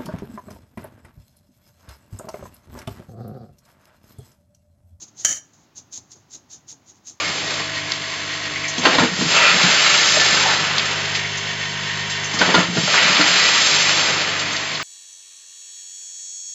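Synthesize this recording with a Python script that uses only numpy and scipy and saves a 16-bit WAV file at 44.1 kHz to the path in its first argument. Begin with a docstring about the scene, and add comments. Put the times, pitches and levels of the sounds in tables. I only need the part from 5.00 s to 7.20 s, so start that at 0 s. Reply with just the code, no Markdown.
"""Sifting flour over a bowl

Flour is sifted over a glass bowl in a small kitchen. A steel sieve is knocked against a palm several times a second:
soft thuds are bursts of dull noise, and bright, grainy swishes are showers of tiny random impacts on the mesh.
Once the rim strikes the bowl: a few sharp clicks, dying sine rings, a dense noisy tail and two low thuds.
The room adds a short echo and a faint hum of filtered noise."""
import sys
import numpy as np
from scipy import signal
from scipy.fft import rfft, irfft
from scipy.io import wavfile

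SR = 44100
rng = np.random.default_rng(int(sys.argv[2]) if len(sys.argv) > 2 else 0)


def dump(signal):
    """Clip the signal to [-1, 1] and save it as 16-bit WAV at the path in sys.argv[1]."""
    limited = np.clip(np.atleast_2d(signal).T, -1, 1)
    pcm = np.round(limited * 32767).astype(np.int16)
    wavfile.write(sys.argv[1], SR, pcm)


N = 97020  # length in samples: 2.2 s


def from_db(db):
    """Turn decibels into a gain."""
    return 10 ** (np.asarray(db) / 20)


def rms_one(x):
    """Scale a signal to an rms (average strength) of 1."""
    return x / np.sqrt(np.mean(x ** 2) + 1e-20)


def coloured(x, points):
    """Filter a sound to follow a table of (pitch_hz, level_db), with a response of unit energy."""
    size = 8192
    pitch_hz, level_db = np.transpose(points)
    grid_hz = np.maximum(np.arange(size // 2 + 1) * SR / size, 1)
    gain = from_db(np.interp(np.log(grid_hz), np.log(pitch_hz), level_db))
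    # fold the cepstrum onto positive times, so that the filter responds only after its input
    cepstrum = irfft(np.log(gain))
    cepstrum[1:size // 2] *= 2
    cepstrum[size // 2 + 1:] = 0
    response = irfft(np.exp(rfft(cepstrum)))
    return signal.fftconvolve(x, response / np.linalg.norm(response))[:N]


def ringing(x, modes):
    """Let each mode (one way of vibrating) ring as a dying sine whenever it is struck."""
    out = np.zeros(N)
    for pitch_hz, level_db, ring_s in modes:
        decay = from_db(-60 / (ring_s * SR))  # loss per sample
        turn = 2 * np.pi * pitch_hz / SR  # radians per sample
        feedback = [1, -2 * decay * np.cos(turn), decay * decay]
        out += from_db(level_db) * signal.lfilter([0, np.sin(turn)], feedback, x + 1e-18)
    return out


def swell(start_s, rise_s, hold_s, fall_s):
    """Climb 20 dB per rise time up to the start, hold, then lose 20 dB in each fall time."""
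    t = np.arange(N) / SR - start_s
    before = np.maximum(-t, 0) / rise_s
    after = np.maximum(t - hold_s, 0) / fall_s
    return from_db(-20 * (before + after))


def joined_swells(table):
    """Add up the power of all swells in a table, and return the combined strength."""
    power = 0
    for start_s, rise_s, hold_s, fall_s, level_db in table:
        power = power + (from_db(level_db) * swell(start_s, rise_s, hold_s, fall_s)) ** 2
    return np.sqrt(power)


def grains(per_s, spread_db):
    """Scatter tiny impulses of uneven size and random sign, with an rms of 1."""
    sizes = from_db(spread_db * np.minimum(rng.exponential(1, N), 4))
    signs = rng.choice([-1, 1], N)
    lands = rng.random(N) < per_s / SR
    return rms_one(sizes * signs * lands)


def flutter(hz):
    """Smooth noise into a random wavering with a spread of 1."""
    low_pass = signal.butter(2, hz, fs=SR, output="sos")
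    return rms_one(signal.sosfilt(low_pass, rng.standard_normal(N)))


# Colour of the still air of the kitchen: (pitch_hz [Hz], level_db [dB, relative])
HUM_COLOUR = [(20, -19), (45, -25.5), (70, -10), (105, 1), (170, -4.5), (300, -3.5), (460, -15), (800, -11),
              (1400, -16), (2500, -21), (5000, -22.5), (6500, -24), (8500, -43), (15500, -35.5)]
HUM_DB = -59


def room_hum():
    """The still air of the kitchen is faint, steady filtered noise."""
    return from_db(HUM_DB) * coloured(rng.standard_normal(N), HUM_COLOUR)


# Flour thrown across the mesh:
# (start_s [s, at full flow], rise_s [s per 20 dB], hold_s [s], fall_s [s per 20 dB], level_db [dB])
FLOUR_SHAKES = [(0.025, 0.039, 0.0063, 0.035, -37), (0.081, .008, 0.0044, 0.022, -48.5),
                (0.179, 0.018, 0.0086, 0.055, -42.5), (0.2, 0.031, 0.016, .055, -36.5),
                (0.534, 0.0095, 0.015, 0.07, -56.5), (0.595, 0.054, 0.042, 0.067, -61.5),
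                (0.768, 0.016, 0.024, 0.03, -39.5), (0.93, 0.014, 0.051, 0.023, -35),
                (1.118, 0.021, 0.011, 0.028, -41.5), (1.158, 0.0081, 0.0033, 0.087, -53),
                (1.31, 0.0098, 0.0099, 0.033, -47.5), (1.34, 0.032, 0.014, 0.034, -37),
                (1.507, 0.015, 0.012, 0.035, -43), (1.531, 0.018, 0.0061, 0.047, -37.5),
                (1.686, 0.014, 0.039, 0.028, -39.5), (1.892, 0.04, 0.009, 0.039, -46),
                (1.959, 0.06, 0.013, 0.05, -59), (2.071, 0.023, 0.029, 0.043, -38)]
# Colour of flour on the mesh: (pitch_hz [Hz], level_db [dB, relative])
MESH_COLOUR = [(300, -25), (1000, -27.5), (2200, -25), (3000, -19.5), (3900, -11), (4600, -11),
               (5400, -7.5), (6050, -2.5), (6500, 4.5), (6850, -2), (7250, -4), (7750, -23.5), (8800, -33),
               (11000, -36.5), (15500, -42.5)]
GRAINS_PER_S, GRAIN_SPREAD_DB = 5000, 1.5
FLOW_FLUTTER_DB, FLUTTER_HZ = 0.5, 120


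def flour():
    """Each shake drives a shower of grains over the wires, whose colour is bright."""
    flow = joined_swells(FLOUR_SHAKES)
    wavering = from_db(FLOW_FLUTTER_DB * flutter(FLUTTER_HZ))
    shower = flow * grains(GRAINS_PER_S, GRAIN_SPREAD_DB) * wavering
    return coloured(shower, MESH_COLOUR)


# Low thuds of the frame against the palm, and two under the clink: (start_s [s], level_db [dB, relative])
LOW_THUDS = [(0.015, -57), (0.187, -57), (0.255, -48.5), (0.293, -50), (0.568, -60.5), (0.773, -56),
             (0.925, -57), (0.968, -57), (1.147, -57), (1.341, -53), (1.535, -58.5), (1.715, -56),
             (1.903, -60.5), (2.094, -58.5)]
# Colour of a thud: (pitch_hz [Hz], level_db [dB, relative])
THUD_COLOUR = [(40, -29), (80, -1), (130, 1.5), (220, -3.5), (320, 0.5), (480, -10), (850, -9),
               (1500, -21.5), (4000, -63.5)]
THUD_RISE_S, THUD_T60_S = 0.00803, 0.23  # time constant of the rise; time to die by 60 dB


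def low_thuds():
    """Soft, dull thuds, on the palm and under the clink: noise that builds quickly and dies away."""
    t, push = np.arange(N) / SR, 0
    for start_s, level_db in LOW_THUDS:
        age_s = np.maximum(t - start_s, 0)
        rise = 1 - np.exp(-age_s / THUD_RISE_S)
        decay = np.exp(-np.log(1000) * age_s / THUD_T60_S)
        push = push + from_db(level_db) * 2 * rise * decay
    return coloured(push * rng.standard_normal(N), THUD_COLOUR)


# The rim strikes the bowl and rebounds: (start_s [s], level_db [dB, relative])
RIM_STRIKES = [(0.2485, 4.5), (0.25, 10), (0.2512, 5), (0.2531, 8), (0.257, 2), (0.2589, 4.5)]
# The clink's dense, noisy tail holds, then dies quickly:
# (start_s [s, at full strength], rise_s [s per 20 dB], hold_s [s], fall_s [s per 20 dB], level_db [dB])
CLINK_TAILS = [(0.254, .002, .012, .05, -22.5), (0.289, 0.052, 0.037, 0.048, -23),
               (0.353, .03, .024, 0.028, -35)]
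# Colour of the crack of steel on glass: (pitch_hz [Hz], level_db [dB, relative])
CRACK_COLOUR = [(35, -55), (100, -59.5), (400, -30.5), (620, -16), (950, -36), (1250, -13.5), (1450, -21.5),
                (1800, -10.5), (2650, -26), (3100, -6.5), (3400, -22), (4300, -18), (4850, -19.5),
                (5500, -14.5), (5850, 0), (6600, 0.5), (7150, 0.5), (7700, -18.5), (8200, -20), (8700, -30),
                (11000, -28), (12200, -33.5), (13200, -28), (13900, -39), (15200, -34.5)]
# Rings of rim and bowl: (pitch_hz [Hz], level_db [dB, relative], ring_s [s, to die by 60 dB])
RIM_RINGS = [(106.4, -64, .2), (353, -69, 0.04), (627, -58.5, 0.32), (1230, -54, 0.24), (1608, -46, 0.25),
             (1719, -43, 0.31), (1975, -54.5, 0.11), (2263, -44.5, 0.15), (3045, -42, 0.097),
             (3086, -36.5, 0.2), (4440, -60, .18), (4640, -45.5, 0.22), (5812, -30, .18),
             (6500, -36.5, .14), (6760, -45, 0.16), (6990, -37, 0.2), (7210, -44.5, 0.143)]
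TAIL_IMPULSES_PER_S, TAIL_SPREAD_DB = 5000, 0.9
BLOW_RING_DB, TAIL_RING_DB = 10.5, -9.5  # how hard each one drives the rings


def clink():
    """Steel cracks on glass and rebounds; the first blow and the noisy tail drive the rings."""
    contacts, blow = np.zeros(N), np.zeros(N)
    for start_s, level_db in RIM_STRIKES:
        contacts[int(start_s * SR)] += from_db(level_db)
    blow[int(RIM_STRIKES[0][0] * SR)] = 1
    noisy_tail = joined_swells(CLINK_TAILS) * grains(TAIL_IMPULSES_PER_S, TAIL_SPREAD_DB)
    crack = coloured(contacts + noisy_tail, CRACK_COLOUR)
    drive = blow * from_db(BLOW_RING_DB) + noisy_tail * from_db(TAIL_RING_DB)
    return crack + ringing(drive, RIM_RINGS)


ROOM_T60_S, ROOM_TREBLE_T60_S = 0.33, 0.17  # time to die by 60 dB, below and above the split
ROOM_SPLIT_HZ, ROOM_BUILD_S = 9700, 0.008


def kitchen(x):
    """The room gives a diffuse echo, a tail of dying noise; its top dies sooner."""
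    t, white = np.arange(SR) / SR, rng.standard_normal(SR)
    tail = 0
    for kind, t60_s in (("low", ROOM_T60_S), ("high", ROOM_TREBLE_T60_S)):
        split = signal.butter(4, ROOM_SPLIT_HZ, kind, fs=SR, output="sos")
        tail = tail + signal.sosfilt(split, white) * np.exp(-np.log(1000) * t / t60_s)
    tail = tail * (1 - np.exp(-t / ROOM_BUILD_S))
    return signal.fftconvolve(x, tail / np.linalg.norm(tail))[:N]


SHAKE_ROOM_DB, CLINK_ROOM_DB = -19, -21  # how much of each sound feeds the echo


def scene():
    """Sieve, hand and bowl sound close by, in the kitchen."""
    hum = room_hum()
    sifting = flour() + low_thuds()
    hit = clink()
    echo = kitchen(from_db(SHAKE_ROOM_DB) * sifting + from_db(CLINK_ROOM_DB) * hit)
    return (sifting + hit + echo + hum)[None]


CUTOFF_HZ = 15900


def record(dry):
    """The highest peaks are rounded and the top of the treble is cut."""
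    rounded = dry / (1 + (dry / .85) ** 6) ** (1 / 6)  # stays below 0.85
    low_pass = signal.ellip(10, .1, 70, CUTOFF_HZ, fs=SR, output="sos")
    return signal.sosfilt(low_pass, rounded)


dry = scene()
out = record(dry)
dump(out)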